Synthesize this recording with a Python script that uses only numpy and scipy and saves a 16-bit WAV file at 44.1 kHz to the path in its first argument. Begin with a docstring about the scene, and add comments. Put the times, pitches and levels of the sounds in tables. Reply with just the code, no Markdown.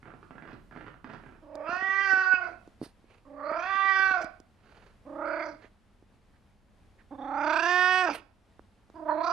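"""A tiled room, close on a hand-held camera with two microphone ports, the left one facing away.
First something creaks in slow slips, each crack and rattle answered by the tiles, over an uneven low rumble and room tone.
From 1.4 s an old cat meows five times: voice harmonics through a throat and an opening mouth, a purr shaking each start.
The tiles answer less over the first four calls as the cat walks up. Fingers tick on the camera body as damped pushes;
short puffs of shaped noise hiss past from 2.8 s on."""
import sys
import numpy as np
from scipy import signal
from scipy.fft import rfft, irfft, next_fast_len
from scipy.io import wavfile
from scipy.ndimage import map_coordinates

SR = 44100
rng = np.random.default_rng(int(sys.argv[2]) if len(sys.argv) > 2 else 0)


def master(y):
    """Save y as 16-bit WAV."""
    cut = np.clip(np.atleast_2d(y).T, -1, 1)
    pcm = np.round(cut * 32767)  # scale
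    wavfile.write(sys.argv[1], SR, pcm.astype(np.int16))


N = 411012

# room tone colour: freq_hz, level_db (relative, per Hz)
AIR_COLOUR = [(15, -16), (30, -2.5), (60, -4.5), (100, -3.5), (150, -19), (205, -7), (260, -13),
              (350, -17.5), (800, -20.5), (1200, -23.5), (2000, -27.5), (4500, -35.5), (6500, -40.5),
              (11000, -43), (12500, -50), (13200, -70.5)]
AIR_DB = -62.5  # before the waver
# low rumble through the scene, before its lumps: time_s, level_db
RUMBLE_LEVEL = [(0, -69.5), (.65, -58.5), (2.1, -69), (3.35, -69.5), (5.11, -64), (5.76, -72.5),
                (7.11, -61), (7.4, -64.5), (9.32, -77.5)]
# rumble colour: freq_hz, level_db (relative, per Hz)
RUMBLE_COLOUR = [(15, -13), (28, 4.5), (70, -8), (140, -5.5), (230, -17.5), (400, -52.5)]
# how much the background agrees at the two ports: freq_hz, likeness (correlation)
PORT_LIKENESS = [(30, .8), (300, .75), (2000, .65), (8000, .55)]
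# the left port faces away: freq_hz, left_minus_right_db
PORT_SHADE = [(60, -1), (320, -4), (740, -6), (1130, -9), (1700, -13), (2600, -9), (5000, -8), (9000, -3.5)]
# decay of the tiled room: freq_hz, t60_s
TILE_DECAY = [(150, 0.51), (1500, 0.37), (4000, 0.45), (10000, 0.028)]
TOP_HZ = 14800  # band limit of the camera

# short puffs of hiss, before their grain: height_s, rise_s, fall_s, low_band_db, high_band_db, colour_hz, colour_db
PUFFS = [(2.844, 0.052, 0.078, -57, -62, 4500, -60.5), (3.12, 0.11, 0.15, -67, -89, 2500, -76),
         (4.224, 0.027, 0.026, -49.5, -74, 5600, -55), (4.76, 0.25, 0.3, -61, -91, 1426, -68.5),
         (5.658, 0.083, 0.035, -58.5, -101, 1860, -63), (6.35, 0.022, 0.045, -75, -96.5, 1730, -75.5),
         (6.999, 0.022, 0.051, -71.5, -99, 1800, -65.5), (8.11, 0.057, 0.13, -52, -68.5, 2600, -49),
         (8.148, 0.025, 0.048, -49, -58, 11120, -57.5)]
# colour of a puff's low band: freq_hz, level_db (relative, per Hz)
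PUFF_LOW_COLOUR = [(150, -13), (400, 17.5), (1500, 7), (2800, 4), (3600, -3.5), (4600, -1), (5800, -16),
                   (6500, -5.5), (9000, -49.5)]
# colour of a puff's high band: freq_hz, level_db (relative, per Hz)
PUFF_HIGH_COLOUR = [(6500, -34), (8500, 4), (10000, 0), (12500, -6), (14500, -55)]
PUFF_SPAN_DB = 30  # covered by one rise or fall
PUFF_Q, PUFF_GRAIN_DB = 2.8, 3  # sharpness of each of two stacked resonances; graininess

# fingers on the camera: start_s, thud_db (peak if the contact were instant), snap_db, contact_ms (held to 0.05-2)
TICKS = [(1.554, -32.5, -40, 0.12), (1.692, -18, -55, 0.57), (1.728, -16, -58, 1),
         (1.766, -29, -50.5, 0.42), (1.823, -24.5, -61, 0.4), (1.89, -35, -69, 0.13),
         (2.01, -36, -69, 0.21), (2.134, -23, -47, 0.26), (2.173, -32, -69.5, 0.18),
         (2.337, -23.5, -64.5, 0.28), (2.676, -29, -59, 0.41), (2.815, -8, -72.5, 0.73),
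         (2.827, -10, -66.5, 0.96), (2.834, -17.5, -63, 0.8), (2.863, -30, -63, 0.5),
         (3.042, -38, -77, 0.44), (3.516, -25.5, -57, 0.048), (3.653, -35, -57, 0.34),
         (3.752, -31, -81, 0.4), (3.851, -35.5, -56, 0.1), (3.997, -34.5, -60.5, 0.079),
         (4.110, -26.5, -50.5, 0.15), (4.244, -13, -39, 1), (4.401, -29.5, -49, 0.59),
         (5.645, -37, -84.5, 0.26), (6.025, -39, -74.5, 0.36), (8.594, -36.5, -71.5, 0.046),
         (8.9, -42, -59, 0.091)]
# resonances of the camera body: freq_hz, width_hz, level_db
CAMERA_BODY = [(305, 130, 10), (805, 890, 3.5), (1600, 1100, -5)]
SNAP_T60_S = .016

# body colour of the creak: freq_hz, level_db (relative)
CREAK_COLOUR = [(40, -36), (130, -3), (290, -3.5), (500, -11.5), (650, -12), (850, -13.5), (1450, -11.5),
                (1900, -18), (2600, -24.5), (3500, -37), (4700, -46), (6000, -67), (12000, -76)]
# slow strokes of the creak: start_s, length_s, start_db, height_db, end_db, height_at (share of the length)
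STROKES = [(0.027, 0.12, -39, -42.5, -56, 0.42), (.228, 0.036, -42.5, -54, -39, 0.93),
           (0.31, 0.24, -57, -35, -51, 0.93), (0.711, 0.18, -49, -37, -40.5, 0.26),
           (0.942, 0.018, -45, -46, -61, 0.45), (1.043, 0.36, -40.5, -35.5, -58.5, 0.23)]
# sharpest slips: start_s, level_db (before the slip parts), treble_db (under that, before SQUEAL_DB is added)
SHARP_SLIPS = [(0.029, -42, -32), (0.056, -39.5, -37), (0.079, -43, -37), (0.103, -42.5, -39),
               (0.138, -41, -39), (0.229, -37, -34), (0.308, -38.5, -34), (0.354, -39.5, -35),
               (0.381, -38, -43), (0.423, -37.5, -35), (0.453, -37.5, -37), (0.475, -39.5, -28),
               (0.518, -39, -34), (0.711, -40.5, -34), (0.724, -40.5, -32), (0.762, -33.5, -37),
               (0.809, -36, -40), (0.866, -34.5, -34), (0.941, -40.5, -38), (1.044, -32, -30),
               (1.1, -32.5, -35), (1.135, -32.5, -27), (1.29, -46, -36), (1.323, -47, -36)]
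# squeal resonances: freq_hz, width_hz, level_db (relative)
SQUEAL_COLOUR = [(3500, 1500, -3), (4650, 630, 3)]
SQUEAL_DB = 3.5  # added to the treble of a sharp slip
RUB_DB, RUB_GROWS, SLIP_MID_DB = -32, 1.7, -42  # treble of a soft slip at the middling level; dB per dB above it
CRACK, CRACK_HISS, RATTLE = 3, .3, .3  # gains of the parts of a slip
RATTLE_T60_S = .045
SLIP_GAP_S, SLIP_UNEVEN, SLIP_SCATTER_DB = 0.012, .5, 4.5  # middling gap, its log spread, level spread

# five meows, a list each: time_s, pitch_hz, hum_db (low hum), cry_db (open cry), mouth_hz (main mouth resonance)
MEOWS = [
    [(1.42, 301, -55.5, -56, 1100), (1.5, 295.3, -46, -59, 1040), (1.62, 292.7, -35.5, -49, 1150),
     (1.665, 319.4, -46.5, -34, 1157), (1.72, 355.3, -32.5, -31, 1470), (1.84, 384.6, -40.5, -34, 1826),
     (1.95, 388.8, -45.5, -22, 1790), (2.03, 393.7, -42.5, -22, 1770), (2.14, 378.9, -29.5, -21.5, 1544),
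     (2.34, 370.4, -35, -19, 1413), (2.41, 358.8, -29, -31, 1430), (2.54, 331.5, -57, -56.5, 1510)],
    [(3.25, 281, -65, -50.5, 1080), (3.3, 276.1, -49, -73, 1140), (3.4, 279.1, -39.5, -38, 1160),
     (3.53, 314.2, -31.5, -30, 1290), (3.61, 347.1, -36.5, -36.5, 1480), (3.69, 385.7, -36, -31.5, 1710),
     (3.78, 391, -41.5, -28.5, 1780), (3.88, 387.4, -36, -24.5, 1880), (3.97, 384.8, -34, -21, 1670),
     (4.09, 382.6, -40, -22, 1540), (4.15, 368.4, -27, -24.5, 1365), (4.22, 337.2, -33.5, -42.5, 1500),
     (4.27, 320, -68.5, -53, 1350)],
    [(5.05, 267.3, -56, -59, 990), (5.07, 271.4, -47, -54, 1110), (5.13, 291.1, -40.5, -50, 1120),
     (5.19, 290.6, -34, -39.5, 1280), (5.25, 302.6, -33, -31.5, 1370), (5.33, 306, -31.5, -31, 1456),
     (5.42, 318.6, -34.5, -33.5, 1490), (5.48, 305.5, -34, -39, 1470), (5.56, 288.5, -83, -67, 1470)],
    [(7.107, 289.5, -37, -50, 990), (7.125, 280.1, -47, -47.5, 995), (7.2, 263.9, -38.5, -51.5, 1180),
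     (7.36, 280.4, -26.5, -33.5, 1320), (7.48, 307.8, -21.5, -23.5, 1423),
     (7.57, 317.2, -23.5, -23.5, 1504), (7.7, 356.9, -26.5, -22.5, 1644), (7.86, 366.4, -28, -17, 1710),
     (8.01, 369.8, -26.5, -20, 1683), (8.04, 361.5, -26.5, -23.5, 1600), (8.07, 332.3, -25.5, -26, 1460),
     (8.095, 291, -23.5, -26, 1390), (8.14, 278, -51.5, -66, 1320)],
    [(8.94, 328.8, -50, -48, 970), (8.97, 325.3, -51, -41, 970), (9.05, 303, -32, -47.5, 950),
     (9.1, 305.2, -26, -16.5, 960), (9.15, 305.7, -29, -39, 990), (9.2, 316, -30, -29.5, 980),
     (9.26, 342, -36, -19.5, 1205), (9.32, 335.5, -42, -17, 1165)],
]
# one row a meow: purr_rate_per_s, purr_phase_turns, lips_wide_s, purr_stops_s, voice_breaks_s, tears_s,
# chest_db (at middling effort), top_db (under the teeth), room_db
CALLS = [(33.35, 0.55, 1.69, 1.61, 2.36, 2.46, -50.5, -34, -10),
         (30.62, .1, 3.57, 3.58, 4.12, 4.2, -49, -42, -11.5),
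         (33.05, 0.14, 5.44, 5.5, 5.2, 5.5, -41.5, -32, -14),
         (31.435, 0.29, 7.45, 7.6, 8.01, 8.075, -37, -19, -20),
         (31.96, 0.033, 9.23, 9.4, 12, 12, -42.5, -36, -12)]
# five lists: time_s, upper_mouth_hz, upper_db, pharynx_db, teeth_hz, teeth_db, shoulder_db (relative to the cry)
UPPER_MOUTH = [
    [(1.42, 2470, -89.5, -85, 5150, -95, -13), (1.634, 2270, -66.5, -82, 5010, -84, -6),
     (1.684, 2560, -48, -68.5, 4620, -57.5, -9), (1.862, 2440, -48.5, -49, 4840, -63, -4.5),
     (2.096, 2510, -37.5, -53.5, 4730, -50, -14.5), (2.286, 2670, -53.5, -60, 4490, -58, -11),
     (2.34, 2520, -31, -63.5, 4650, -57, -13), (2.482, 2030, -57, -81, 4500, -69.5, -4),
     (2.54, 2200, -64.5, -92, 4550, -84.5, -16.5)],
    [(3.25, 2520, -92, -100, 5070, -99, -20.5), (3.426, 2160, -71.5, -83, 4380, -83, -8.5),
     (3.448, 2100, -54.5, -87.5, 4232, -64, -25.5), (3.578, 2390, -46, -62.5, 4780, -59, -3.5),
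     (3.798, 2520, -40, -46.5, 4520, -60, -1.5), (3.97, 2346, -44.5, -46, 4670, -50.5, -5.5),
     (4.098, 2460, -38, -51.5, 4310, -53.5, -5), (4.252, 2100, -49.5, -81.5, 5050, -66.5, -13.5),
     (4.27, 2350, -54.5, -71, 5120, -74, -10)],
    [(5.04, 2450, -77, -95.5, 4590, -99, -6.5), (5.06, 2540, -73.5, -85, 4670, -90.5, -8),
     (5.188, 2230, -84.5, -86, 4700, -88.5, -5), (5.248, 2020, -48, -76.5, 4610, -82, -7.5),
     (5.258, 2100, -50.5, -70, 4600, -56.5, -14), (5.306, 2150, -57, -79.5, 4650, -58, -11.5),
     (5.416, 2010, -40.5, -64.5, 4630, -57, -9), (5.512, 2100, -62, -86.5, 4870, -64, -2.5),
     (5.56, 2250, -75, -84, 4620, -90, -9)],
    [(7.1, 2420, -86, -80.5, 4650, -98.5, -4), (7.225, 2340, -79, -62.5, 4370, -80, -2.5),
     (7.328, 2270, -68, -67, 4270, -76, -7), (7.408, 2220, -43, -57, 5070, -59.5, -19),
     (7.502, 2330, -35.5, -50, 4370, -49.5, -2.5), (7.626, 2630, -36, -48.5, 5020, -46.5, -4.5),
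     (7.782, 2680, -37, -44.5, 4920, -46.5, -8), (8.0, 2700, -33.5, -42.5, 4890, -43, -8),
     (8.028, 2530, -38, -51.5, 5260, -48, -7.5), (8.14, 2360, -47.5, -63, 4720, -54.5, -15)],
    [(8.94, 2580, -95.5, -99, 4800, -99, -7.5), (8.954, 2530, -82.5, -87.5, 4790, -72.5, -10.5),
     (9.034, 2230, -93.5, -92.5, 4910, -85, -6), (9.066, 2190, -85, -102, 4370, -91, -9),
     (9.102, 2130, -67, -86, 4290, -59, -22), (9.162, 2190, -59, -82, 4060, -65.5, 3),
     (9.252, 2270, -44, -58, 4430, -48, -11.5), (9.304, 2440, -48, -56, 4720, -49.5, -4.5),
     (9.32, 2440, -43, -64, 4650, -47, -21)],
]
# one row a meow: pitch_swing (share of pitch at full purr), purr_dip_db (before scaling by frequency),
# throat_hz, pharynx_hz, slit_db (palate muted by the slit)
TRACTS = [(.09, 6, 570, 3150, 22), (.08, 9, 570, 3350, 22), (.11, 9, 570, 3450, 22), (.09, 8, 690, 3500, 0),
          (.07, 11, 660, 3500, 22)]
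# hoarseness while purring, one share a meow
PURR_HOARSENESS = [.28, .22, .2, .11, .07]
# the voice catches: time_s, depth_db, half_width_s
CATCHES = [(1.787, 2, 0.013), (2.101, 0.5, 0.009), (2.153, 4.5, 0.022), (2.309, 7, 0.011),
           (2.384, 9, 0.038), (4.133, 4.5, 0.005), (7.172, 18, 0.011), (7.617, 7, 0.0083),
           (9.046, 13, 0.0078)]
# throat: width_hz, rise_hz at a full gape
THROAT = (356, 117)
# pharynx: width_hz behind a slit, width_hz wide open
PHARYNX = (330, 800)
# nose while the lips are a slit: times the mouth resonance, width_hz, level_db relative to the hum or cry
NASAL = (1.47, 620, -18.5)
# vocal widths are those of a single resonance; its level response is cubed in use
CHEST_HZ, CHEST_WIDTH_HZ, TOP_VOICE_HZ, TOP_VOICE_WIDTH_HZ = 340, 260, 7900, 1400
PALATE_HZ, PALATE_WIDTH_HZ, PALATE_DB = 5900, 900, -8  # level relative to the teeth
TEETH_SLIT_HZ, TEETH_WIDE_HZ, UPPER_WIDTH_HZ = 480, 1350, 500  # widths
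HUM_MID_DB, CHEST_GROWS = -40, 0.19  # middling effort; dB per dB of hum
CHEST_GAPE_DB = 4.5  # a full gape thins the chest
WIDE_S, NARROW_DB = .04, 22  # slit to wide lips; a wide mouth mutes the nose
PURR_FIRST, PURR_LAST, PURR_CLEAR, PURR_BROKEN = .95, .52, .05, .4  # purr depth 0-1
PURR_FADE_S, RASP_FADE_S, BREAK_S = .11, .24, .06  # the rasp outlasts the purr
HOARSE_CLEAR = .14  # share of the purring hoarseness
HOARSE_ONSET, HOARSE_END, HOARSE_TORN, ONSET_S, TEAR_S = .12, .25, 1.1, .08, .02
DRIFT_DB = .9  # wander of each harmonic, before its growth with harmonic number


def amp(db):
    """Decibels to gain."""
    return 10 ** (np.asarray(db) / 20)


def unit(x):
    """x at rms 1."""
    return x / np.sqrt(np.mean(np.abs(x) ** 2) + 1e-20)


def along(points, hz):
    """(Hz, value) points read on a log frequency axis."""
    f, v = np.transpose(points)
    return np.interp(np.log(hz + 1), np.log(f + 1), v)


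def read(rows, t):
    """Each column after the time, at the moments t."""
    s, *cols = np.transpose(rows)
    return [np.interp(t, s, c) for c in cols]


def filtered(x, response):
    """x times a complex response of frequency."""
    m = next_fast_len(N + SR // 2)
    return irfft(rfft(x, m) * response(np.fft.rfftfreq(m, 1 / SR)), m)[..., :N]


def peak(f, hz, width):
    """One causal resonance of gain 1."""
    return 1j * f * width / (hz * hz - f * f + 1j * f * width)


def modes(table):
    """Response of several resonances of alternate sign."""
    return lambda f: sum((-1) ** k * amp(db) * peak(f, hz, w) for k, (hz, w, db) in enumerate(table))


def causal(spectrum):
    """A response with the given colour that rings only after the blow (minimum phase)."""
    def response(hz):
        cepstrum = irfft(along(spectrum, hz) * np.log(10) / 20)
        n = np.arange(len(cepstrum))
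        fold = np.where(n < len(cepstrum) // 2, 2, 0) / np.where(n == 0, 2, 1)
        return np.exp(rfft(cepstrum * fold))
    return response


def noise(spectrum, alike):
    """Stereo noise of rms 1, mid and side mixed to the wanted likeness of the ports."""
    def response(hz):
        turn = np.arccos(np.clip(along(alike, hz), -1, 1)) / 2
        return amp(along(spectrum, hz)) * [np.cos(turn), np.sin(turn)]
    mid, side = filtered(rng.standard_normal((2, N)), response)
    return unit(np.array([mid + side, mid - side]))


def slow(t, rate, count):
    """count smooth random curves with rate knots a second (below 900)."""
    knots = rng.standard_normal((count, int((t[-1] - t[0]) * 900) + 9))
    return np.array([map_coordinates(k, [(t - t[0]) * rate], order=1) for k in knots])


def place(out, s, x):
    """A copy of out with x added from second s."""
    i = round(s * SR)
    x = x[..., :N - i]
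    return out + np.pad(x, [(0, 0)] * (x.ndim - 1) + [(i, N - i - x.shape[-1])])


def air():
    """Room tone that wavers a little, and an uneven low rumble, both shaped noise."""
    t = np.arange(N) / SR
    lumps = amp(2.5 * slow(t, 5, count=1))
    waver = amp(1.5 * slow(t, 4, count=1) + slow(t, 14, count=1))
    tone = amp(AIR_DB) * waver * noise(AIR_COLOUR, PORT_LIKENESS)
    return tone + amp(read(RUMBLE_LEVEL, t)[0]) * lumps * noise(RUMBLE_COLOUR, PORT_LIKENESS)


def room(x):
    """The tiles' answer: every frequency dies at its own speed; the two ports hear it partly alike."""
    hz, t, z = signal.stft(rng.standard_normal((2, SR // 2)), SR, nperseg=256)
    decay = amp(-60 * t / along(TILE_DECAY, hz)[:, None])
    a, b = signal.istft(z * decay, SR, nperseg=256)[1]
    tail = np.array([a + 0.16 * b, a - 1.0 * b]) / np.linalg.norm(a)
    return signal.fftconvolve(np.pad(x, (180, 0))[None], tail, axes=1)  # delayed 180 samples, about 4 ms


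def puffs():
    """Short rushes of air with a low band, a high band and a narrow colour."""
    t, out = np.arange(N) / SR, 0
    low = noise(PUFF_LOW_COLOUR, [(1000, 0.93)])
    high = noise(PUFF_HIGH_COLOUR, [(1000, 0.88)])
    white = rng.standard_normal(N)
    for s, rise, fall, low_db, high_db, hz, colour_db in PUFFS:
        colour = unit(filtered(white, lambda f: peak(f, hz, hz / PUFF_Q) ** 2))
        swell = amp(-PUFF_SPAN_DB * np.maximum((s - t) / rise, (t - s) / fall) ** 2)
        out = out + swell * (amp(low_db) * low + amp(high_db) * high + amp(colour_db) * colour)
    return out * amp(PUFF_GRAIN_DB * slow(t, 120, count=1))


def ticks():
    """A push into the camera body, brighter for a short contact, with a thin snap on top."""
    t, push, snap = np.arange(SR // 40) / SR, np.zeros(N), np.zeros(N)
    impulse = np.arange(N) == SR
    for s, db, snap_db, contact_ms in TICKS:
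        u = t / np.clip(contact_ms / 1000, .00005, .002)
        force = np.exp(-u) * u
        at = round(s * SR)
        push[at:][:len(t)] -= amp(db) * force / np.sum(force)
        snap[at:][:len(t)] += amp(snap_db) * amp(-60 * t / SNAP_T60_S) * rng.standard_normal(len(t))
    body = modes(CAMERA_BODY)
    thud = filtered(push, body) / np.abs(filtered(impulse, body)).max()
    return thud + filtered(snap, lambda f: peak(f, 5200, 5600) ** 2)


def soft_slips():
    """Unevenly timed small slips crowding through each stroke, their level following its course."""
    slips = []
    for start, length, first_db, top_db, last_db, share in STROKES:
        draw = rng.standard_normal((30, 2))
        after = np.cumsum(SLIP_GAP_S * np.exp(SLIP_UNEVEN * draw[:, 0]))
        level = np.interp(after / length, [0, np.clip(share, .05, .95), 1], [first_db, top_db, last_db])
        for s, db, chance in zip(after, level, SLIP_SCATTER_DB * draw[:, 1]):
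            slip_db = db + chance if s < length else -np.inf  # silent past the stroke
            slips.append((start + s, slip_db, RUB_DB + RUB_GROWS * (db - SLIP_MID_DB), 0))
    return slips


def creak():
    """Sharp slips crack and leave a grainy rattle; soft ones only rattle; heard with the room."""
    t, body, bright = np.arange(SR // 8) / SR, np.zeros(N), np.zeros(N)
    impulse = np.arange(N) == SR
    sharp_slips = [(s, db, SQUEAL_DB + treble_db, 1) for s, db, treble_db in SHARP_SLIPS]
    for s, db, squeal_db, sharp in sharp_slips + soft_slips():
        grain = amp(4 * slow(t, 600, count=1)[0])
        hiss = sharp * CRACK_HISS * amp(-60 * t / 0.0093)
        rattle = RATTLE * grain * amp(-60 * t / RATTLE_T60_S)
        slip = (hiss + rattle) * rng.standard_normal(len(t)) + sharp * CRACK * (t == 0)
        at = round(s * SR)
        body[at:][:len(t)] += amp(db) * slip
        bright[at:][:len(t)] += amp(db + squeal_db) * slip

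    def sheen(hz):
        return sum(amp(db) * peak(hz, c, w) for c, w, db in SQUEAL_COLOUR) * peak(hz, 3840, 2600)

    layers = [(body, causal(CREAK_COLOUR)), (bright, sheen)]
    x = sum(filtered(v, shape) / np.linalg.norm(filtered(impulse, shape)) for v, shape in layers)
    return x + amp(-7.0) * room(x)[:, :N]


def quality(c, stop, brk, tear, rasp):
    """Purr depth and hoarseness: a purring start, a clear middle, a broken end that tears into breath."""
    purring = np.clip(1 - (c - stop) / PURR_FADE_S, 0, 1)
    depth = np.interp(c, [c[0], stop], [PURR_FIRST, PURR_LAST])
    purr = PURR_CLEAR + purring * (depth - PURR_CLEAR)
    purr = np.maximum(purr, PURR_BROKEN * np.clip((c - brk) / BREAK_S, 0, 1))
    rasping = np.clip(1 - (c - stop) / RASP_FADE_S, 0, 1)
    hoarse = rasp * (HOARSE_CLEAR + rasping * (1 - HOARSE_CLEAR))
    hoarse = hoarse + HOARSE_ONSET * np.exp(-(c - c[0]) / ONSET_S)
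    broken = HOARSE_END * np.clip((c - brk) / (tear - brk + TEAR_S), 0, 1)
    torn = HOARSE_TORN * np.clip((c - tear) / TEAR_S, 0, 1)
    return purr, np.maximum(hoarse, broken + torn)


def meow(rows, uppers, rasp, swing, purr_db, throat_hz, pharynx_hz, slit_db,
         rate, turn, opens, stop, brk, tear, chest_db, top_db):
    """Harmonics of the vocal folds through the throat and the opening mouth."""
    t = np.arange(rows[0][0], rows[-1][0], 1 / SR)
    c = t[::32]  # coarse control times
    mean_hz, hum, cry, mouth_hz = read(rows, c)
    upper_hz, upper, pharynx, teeth_hz, teeth, shoulder = read(uppers, c)
    purr, hoarse = quality(c, stop, brk, tear, rasp)
    wide = np.clip((c - opens) / WIDE_S + .5, 0, 1)

    # the larynx twitches about 30 times a second: the pitch climbs, then drops fast
    twitch = 2 * np.pi * (rate * (c - c[0]) + turn + 0.058 * slow(c, 10, count=1)[0])
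    slide = purr * (np.cos(twitch) + 0.19 * np.sin(2 * twitch))
    jitter = (.002 + .014 * purr) * slow(c, 90, count=1)[0]
    pitch = mean_hz * (1 + swing * slide + jitter)
    k = np.arange(1, 25)[:, None]
    f = k * pitch

    # the sound dips at the drop, its low notes a little later, its high ones deeper through open lips
    dip_scale = np.clip(f / 700, .7, 1.1 + 1.7 * wide)
    dip_delay = np.interp(f, [700, 1300], [3.3, 2])  # radians
    dip_db = -purr_db * purr * dip_scale * (.5 + np.cos(twitch - dip_delay) / 2) ** 3
    for s, db, half in CATCHES:
        dip_db = dip_db - db * np.exp(-((c - s) / half) ** 2)

    # a wider gape broadens the main resonance, a purr narrows it; a shoulder sits below it
    gape = (mouth_hz - 900) / 900
    teeth_width = TEETH_SLIT_HZ + wide * (TEETH_WIDE_HZ - TEETH_SLIT_HZ)
    pharynx_width = PHARYNX[0] + wide * (PHARYNX[1] - PHARYNX[0])
    chest = chest_db + CHEST_GROWS * (hum - HUM_MID_DB) - CHEST_GAPE_DB * (gape - .5)
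    nose = np.maximum(cry, hum - 6) + NASAL[2] - NARROW_DB * wide
    in_row = [(cry, mouth_hz, (300 + 120 * gape) * (1 - 0.23 * purr)),
              (hum, throat_hz + THROAT[1] * gape, THROAT[0]),
              (upper, upper_hz * (1 + 0.072 * slide), UPPER_WIDTH_HZ),
              (teeth, teeth_hz, teeth_width),
              (pharynx, pharynx_hz, pharynx_width)]
    beside = [(cry + shoulder, .7 * mouth_hz, 480),
              (chest, CHEST_HZ, CHEST_WIDTH_HZ),
              (nose, NASAL[0] * mouth_hz, NASAL[1]),
              (teeth + PALATE_DB - slit_db * (1 - wide), PALATE_HZ, PALATE_WIDTH_HZ),
              (teeth + top_db, TOP_VOICE_HZ, TOP_VOICE_WIDTH_HZ)]
    # levels add in power; resonances in a row add their delays
    size = np.sqrt(sum(amp(2 * db) * np.abs(peak(f, hz, width)) ** 6 for db, hz, width in in_row + beside))
    lag = sum(np.angle(peak(f, hz, width)) - np.pi / 2 for db, hz, width in in_row)

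    # turbulence smears each harmonic, the high ones most
    smear = hoarse * (f / 900) ** 1.2
    turbulence = slow(c, 330, count=24) + 1j * slow(c, 330, count=24)
    rough = (1 + smear * turbulence) / np.sqrt(1 + smear ** 2)
    drift = amp((DRIFT_DB + 0.22 * k) * slow(c, 8, count=24))
    edge = np.clip(np.minimum(c - c[0], c[-1] - c + .004) / .006, 0, 1)
    harmonics = -amp(dip_db) * edge * size * np.exp(1j * lag) * drift * rough
    phase = k * 2 * np.pi * np.cumsum(np.interp(t, c, pitch)) / SR
    return sum(np.interp(t, c, z.real) * np.cos(p) - np.interp(t, c, z.imag) * np.sin(p)
               for z, p in zip(harmonics, phase))


def cat():
    """Each meow, direct at both ports, with its share of the room."""
    out = np.zeros((2, N))
    for rows, uppers, rasp, tract, call in zip(MEOWS, UPPER_MOUTH, PURR_HOARSENESS, TRACTS, CALLS):
        *voice, room_db = call
        x = meow(rows, uppers, rasp, *tract, *voice)
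        out = place(out, rows[0][0], np.array([x, x]))
        out = place(out, rows[0][0], amp(room_db) * room(x))
    return out


def scene():
    """Sources in front reach the left port duller and a little late; the room tone surrounds both."""
    front = cat() + creak() + puffs() + ticks()
    half = np.array([[.5], [-.5]])  # left, right
    late = half * 1.4 / SR  # 1.4 samples between the ports

    def ports(hz):
        return amp(half * along(PORT_SHADE, hz)) * np.exp(-2j * np.pi * hz * late)

    return filtered(front, ports) + air()


def record(dry):
    """The camera keeps nothing above its band limit."""
    return filtered(dry, lambda hz: hz < TOP_HZ)


dry = scene()
out = record(dry)
master(out)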